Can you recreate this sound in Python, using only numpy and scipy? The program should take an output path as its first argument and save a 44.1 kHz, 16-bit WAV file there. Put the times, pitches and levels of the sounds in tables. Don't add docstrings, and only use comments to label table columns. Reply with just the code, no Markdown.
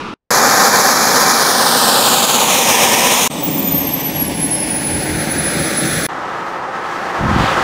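import sys
import numpy as np
from scipy import signal
from scipy.fft import rfft, irfft, next_fast_len
from scipy.io import wavfile

SR = 44100
rng = np.random.default_rng(int(sys.argv[2]) if len(sys.argv) > 2 else 0)


def unload_wav(signal):
    wavfile.write(
        sys.argv[1],
        SR,
        np.round(np.clip(np.atleast_2d(signal).T, -1, 1) * 32767).astype(np.int16),
    )


N = 336483
T = np.arange(N) / SR
FFT_SIZE = next_fast_len(N)
FFT_HZ = np.fft.rfftfreq(FFT_SIZE, 1 / SR)

# start t/s, end t/s
SCENE_TIMES = [(0, .141), (.305, 3.277), (3.296, 6.067), (6.0865, 7.64)]

# f/Hz, relative level/dB
WIND_COLOUR = [(25, -36), (50, 0), (80, 1), (150, 1), (290, -6), (450, -18), (900, -59)]
RASP_COLOUR = [(1200, -30), (2400, 6), (3500, 5), (4600, -3), (7000, -27), (12000, -41)]
FLAME_COLOUR = [(35, -28), (70, -9.5), (110, -11), (160, 0), (240, 2), (360, -4.5), (460, -7.5),
                (580, -20.5), (720, -22), (860, -25), (1050, -31)]
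# start t/s, length/s, level/dB
WIND_GUSTS = [(3.64, 0.25, -34), (4.08, 1.46, -33.5), (4.86, 0.093, -32), (5.08, 0.093, -30),
              (5.55, .07, -29), (5.88, 0.1, -31), (7.187, 0.24, -17.5), (7.38, 0.028, -22.5),
              (7.53, .05, -30)]
# t/s, level/dB
RASP_LEVELS = [(7.0, -58), (7.3, -41), (7.38, -30), (7.48, -25), (7.56, -32), (7.63, -38)]
# t/s, f/Hz, level/dB
THIN_RING = [(.3, 2345, -33), (1.3, 2333, -29), (1.7, 2260, -36), (2.0, 2200, -55)]
LOW_HOWL = [(1.9, 798, -43), (2.4, 877, -26), (2.8, 946, -24), (3.0, 977, -22.5), (3.277, 977, -24)]

# first f/Hz, idle f/Hz, width/Hz, first and idle relative level/dB
TAILPIPE_HUMS = [(160.4, 157, 21.4, -10.5, -7), (282.7, 312, 37, -4, -6.5), (556, 550, 25, -16, -12.5)]
# start t/s, length/s, level/dB above steady
FLAME_SURGES = [(3.32, 0.49, 2), (5.52, 0.089, 4.2), (5.81, 0.05, 3.5)]

# t/s, relative level/dB
WHINE_SCATTER = [(3.3, -6), (4.5, -10), (5.3, -14), (5.6, -13), (6.04, -8)]
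# multiple of its pitch, offset f/Hz, first level/dB, idle level/dB
SIDE_TONES = [(.5, -0.5, -36.5, -45.5), (1.5, 0, -44, -43), (1, 3930, -34, -48), (1, -3930, -50, -53)]
# start t/s, length/s, level/dB
IDLE_WHISTLE = [(5.5, 0.17, -40)]

# t/s, relative level/dB, treble tilt/(dB per octave), delay of the ground echo/ms
SKY_PATH = [(0.0, 0, 1.5, 0.76), (0.141, -2.5, 0.2, 0.79)]
RUN_UP_PATH = [(0.305, 1, -0.65, 0.17), (1.3, -1, -0.15, 0.18), (1.9, -0.022, 0.29, 0.23),
               (2.35, -1.1, 0.46, 0.28), (2.72, 0.3, 0.025, 0.338), (3.0, 1.2, -0.3, 0.34),
               (3.2, -0.66, 0.57, 0.32)]
TAXI_PATH = [(3.297, -2.5, 0.48, 0.32), (4.5, -2.5, 0.04, 0.385), (5.3, 2.5, -0.9, 0.46),
             (6.067, 3.5, 0.4, 0.51)]
ROLL_IN_PATH = [(6.086, -3.3, -0.3, 0.048), (6.27, -1, -0.9, 0.046), (6.5, -2, 0.1, 0.053),
                (6.66, -2, -1.4, 0.045), (6.92, -1.3, 0.77, 0.049), (7.25, 2, -0.028, 0.05),
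                (7.43, 5, 1.6, 0.048)]
# f/Hz, level/dB in a band 1 Hz wide
SKY_COLOUR = [(35, -72), (100, -66), (220, -58), (400, -56), (1000, -62.5), (1400, -66), (3000, -70.5),
              (6000, -85), (10000, -103), (15000, -117)]
RUN_UP_COLOUR = [(35, -103), (90, -68), (150, -54.5), (350, -54.5), (800, -48), (1300, -48), (1750, -46),
                 (2050, -50.5), (2400, -56), (4300, -55), (6700, -55), (7700, -56.5), (12000, -60.5),
                 (15200, -62.5)]
TAXI_COLOUR = [(100, -93), (350, -64.5), (800, -55), (1100, -57.5), (1500, -57.5), (2400, -66),
               (3400, -66.5), (4400, -66.5), (6000, -70), (7000, -72), (8000, -70), (11000, -76.5),
               (15200, -74.5)]
ROLL_IN_COLOUR = [(35, -81), (90, -71), (150, -65), (300, -62.5), (500, -60), (650, -60.5), (800, -54.5),
                  (1250, -56.5), (1800, -60.5), (2300, -69.5), (3800, -76.5), (6500, -79.5), (10000, -85),
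                  (15200, -99)]
# f/Hz, width/Hz, change of level/dB
SKY_RESONANCES = [(950, 120, 4), (1250, 200, 5), (9700, 200, 14)]
RUN_UP_RESONANCES = [(244, 48, 3.5), (299, 37, -4), (506, 98, 2.5), (688, 110, -2.5), (783, 64, 4.5),
                     (1040, 34, 2.5), (1220, 47, 4), (2050, 140, -2.5), (2420, 360, 4), (3136, 64, 2),
                     (6830, 430, 3)]
TAXI_RESONANCES = [(566, 63, 3.5), (740, 73, -1.5), (848, 46, 5), (1120, 110, 3.5), (2370, 190, 2.5),
                   (3500, 220, 4.5), (6140, 250, 5.5), (7800, 330, 1)]
ROLL_IN_RESONANCES = [(159, 35, 2.5), (343, 52, 4.5), (530, 77, 3.5), (780, 50, 2.5), (935, 51, -1.5),
                      (1300, 43, 5.5), (1420, 32, -5.5)]


def undb(db):
    return 10 ** (np.asarray(db) / 20)


def curves(rows, t):
    times, *columns = np.transpose(rows)
    return [np.interp(t, times, column) for column in columns]


def colour_gain(colour, f):
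    hz, db = np.transpose(colour)
    return undb(np.interp(np.log(f + 1), np.log(hz), db))


def filtered(x, gains):
    return irfft(rfft(x, FFT_SIZE) * gains, FFT_SIZE)[:N]


def noise(colour):
    y = filtered(rng.standard_normal(FFT_SIZE), colour_gain(colour, FFT_HZ))
    return y / np.std(y)


def wander(rate):
    y = filtered(rng.standard_normal(FFT_SIZE), np.exp(-(FFT_HZ / rate) ** 2))
    return y / np.std(y)


def swells(rows, attack_s, release_s):
    gain = 0
    for start, length, db in rows:
        rise = np.clip((T - start) / attack_s, 0, 1)
        fall = np.exp(-np.maximum(T - start - length, 0) / release_s)
        gain = gain + undb(db) * rise * fall
    return gain


def hum(hz, width_hz):
    phase = 2 * np.pi * np.cumsum(hz) / SR
    return wander(width_hz) * np.cos(phase) + wander(width_hz) * np.sin(phase)


def scene_gate(index, fade_s, tail_db=-27, tail_s=0.012):
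    start, end = SCENE_TIMES[index]
    fade_in = np.clip((T - start) / fade_s, 0, 1)
    cut = np.clip((end - T) / 0.0011, 0, 1)
    tail = undb(tail_db) * np.exp(-np.maximum(T - end, 0) / tail_s)
    return fade_in * np.maximum(cut, tail)


def hush(level_db=-84.5):
    return undb(level_db) * noise([(30, 2), (300, -3), (2000, -20), (15000, -40)])


def wind(breeze_db=-55, tumble_db=2, thump_above_db=-22, thumps_per_s=36, thump_hz=171):
    strength = undb(breeze_db) + swells(WIND_GUSTS, attack_s=0.041, release_s=0.047)
    out = noise(WIND_COLOUR) * strength * undb(tumble_db * wander(6.3))
    chances = rng.standard_normal((int(T[-1] * thumps_per_s), 3))
    for k, (late, pitch, size) in enumerate(chances):
        when = (k + late / 2) / thumps_per_s
        gust = np.interp(when, T, strength)
        if gust > undb(thump_above_db):
            cycles = (T - when) * thump_hz * np.exp(0.21 * pitch)
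            peak = gust * undb(8.5 + 2 * size)
            out = out + peak * np.cos(2 * np.pi * cycles) * np.exp(-(cycles / .5) ** 2)
    return out


def rasp():
    return noise(RASP_COLOUR) * undb(curves(RASP_LEVELS, T)[0])


def howl(rows, width_hz):
    hz, db = curves(rows, T)
    return hum(hz, width_hz) * undb(db)


def extra_speed(slowing_s=2.31, easing=3.2):
    taxi_start = SCENE_TIMES[2][0]
    return np.clip(1 - (T - taxi_start) / slowing_s, 0, 1) ** easing


def settle(first, at_idle, near_idle=.07):
    return first + (at_idle - first) * np.exp(-extra_speed() / near_idle)


def burner(level_db=-23, throb_db=1.9):
    rumble = undb(-3) * noise(FLAME_COLOUR)
    for first_hz, idle_hz, width_hz, first_db, idle_db in TAILPIPE_HUMS:
        rumble = rumble + hum(settle(first_hz, idle_hz), width_hz) * undb(settle(first_db, idle_db))
    surge = np.maximum(1, swells(FLAME_SURGES, attack_s=0.027, release_s=.12))
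    return rumble * surge * undb(level_db + throb_db * wander(39))


def fading_tone(hz, fading_db, hiss_db=-13):
    pure = np.exp(2j * np.pi * np.cumsum(hz) / SR) * (hz < SR / 2)
    fading = undb(fading_db * np.minimum(wander(24), 1.3))
    blur = wander(113) + 1j * wander(90)
    hiss = undb(hiss_db) * (wander(350) + 1j * wander(350))
    scatter = undb(curves(WHINE_SCATTER, T)[0])
    return np.sqrt(2) * np.real(fading * (1 + scatter * (blur + hiss)) * pure)


def whine(idle_hz=10083, above_idle_hz=6660, waver_hz=8, drift_db=2.5):
    speed = extra_speed()
    hz = idle_hz + above_idle_hz * speed + waver_hz * wander(31)
    main_tone = fading_tone(hz, fading_db=4) * undb(settle(first=-22, at_idle=-24.5))
    whistle = fading_tone(hz / 2, fading_db=0) * swells(IDLE_WHISTLE, attack_s=.1, release_s=.12)
    out = main_tone + whistle
    for multiple, offset_hz, first_db, idle_db in SIDE_TONES:
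        db = idle_db + (first_db - idle_db) * speed + drift_db * np.minimum(wander(4.1), 1)
        out = out + fading_tone(multiple * hz + offset_hz, fading_db=4.5) * undb(db)
    return out


def resonate(x, resonances):
    bells_db = sum(db / (1 + (2 * (FFT_HZ - hz) / width) ** 2) for hz, width, db in resonances)
    return filtered(x, undb(bells_db))


def reflect(x, echo_db=-23, shortest_s=.003, longest_s=.03, count=8):
    delays = (SR * rng.uniform(shortest_s, longest_s, count)).astype(int)
    gain = undb(echo_db)
    echoes = sum(np.pad(x, (delay, 0))[:N] for delay in delays)
    return (x + gain * echoes) / np.sqrt(1 + count * gain ** 2)


def exhaust(path, colour, resonances, ground_gain, blur_cycles, flutter_db, crackle_db, treble_hz=1000):
    frames = dict(fs=SR, nperseg=1024, noverlap=768)
    f, t, swirls = signal.stft(rng.standard_normal(N), **frames)
    f = f[:, None]
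    level_db, tilt_db, delay_ms = curves(path, t)
    octaves_up = np.log2(np.maximum(f / treble_hz, 1))
    gain = colour_gain(colour, f) * undb(level_db + tilt_db * octaves_up)
    cycles_late = f * delay_ms / 1000
    echo_gain = ground_gain / (1 + (cycles_late / blur_cycles) ** 2)
    both_paths = 1 + echo_gain * np.exp(-2j * np.pi * cycles_late)
    _, rush = signal.istft(swirls * gain * both_paths, **frames)
    rush = rush[:N] * np.sqrt(SR / 2)
    rush = reflect(resonate(rush, resonances))
    return rush * undb(flutter_db * wander(25) + crackle_db * wander(380))


def scene():
    sky = exhaust(SKY_PATH, SKY_COLOUR, SKY_RESONANCES,
                  ground_gain=.7, blur_cycles=1.4, flutter_db=-1, crackle_db=0)
    run_up = exhaust(RUN_UP_PATH, RUN_UP_COLOUR, RUN_UP_RESONANCES,
                     ground_gain=0.78, blur_cycles=2.1, flutter_db=1, crackle_db=0.78)
    taxi = exhaust(TAXI_PATH, TAXI_COLOUR, TAXI_RESONANCES,
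                   ground_gain=0.94, blur_cycles=1.13, flutter_db=0.46, crackle_db=0.5)
    roll_in = exhaust(ROLL_IN_PATH, ROLL_IN_COLOUR, ROLL_IN_RESONANCES,
                      ground_gain=0.61, blur_cycles=0.93, flutter_db=0.65, crackle_db=0)
    howls = howl(LOW_HOWL, width_hz=49) + howl(THIN_RING, width_hz=120)
    gusts = wind()
    mono = hush()
    mono += sky * scene_gate(0, fade_s=0.00051)
    mono += (run_up + howls) * scene_gate(1, fade_s=0.0016)
    mono += (taxi + whine() + burner() + gusts) * scene_gate(2, fade_s=0.015)
    mono += (roll_in + rasp() + gusts) * scene_gate(3, fade_s=0.0012)
    return np.array([mono, mono])


def record(dry):
    ceiling, top_hz = .86, 15600
    rounded = dry / (1 + (dry / ceiling) ** 8) ** (1 / 8)
    low_pass = signal.ellip(12, .1, 80, top_hz, fs=SR, output="sos")
    return signal.sosfilt(low_pass, rounded)


dry = scene()
out = record(dry)
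unload_wav(out)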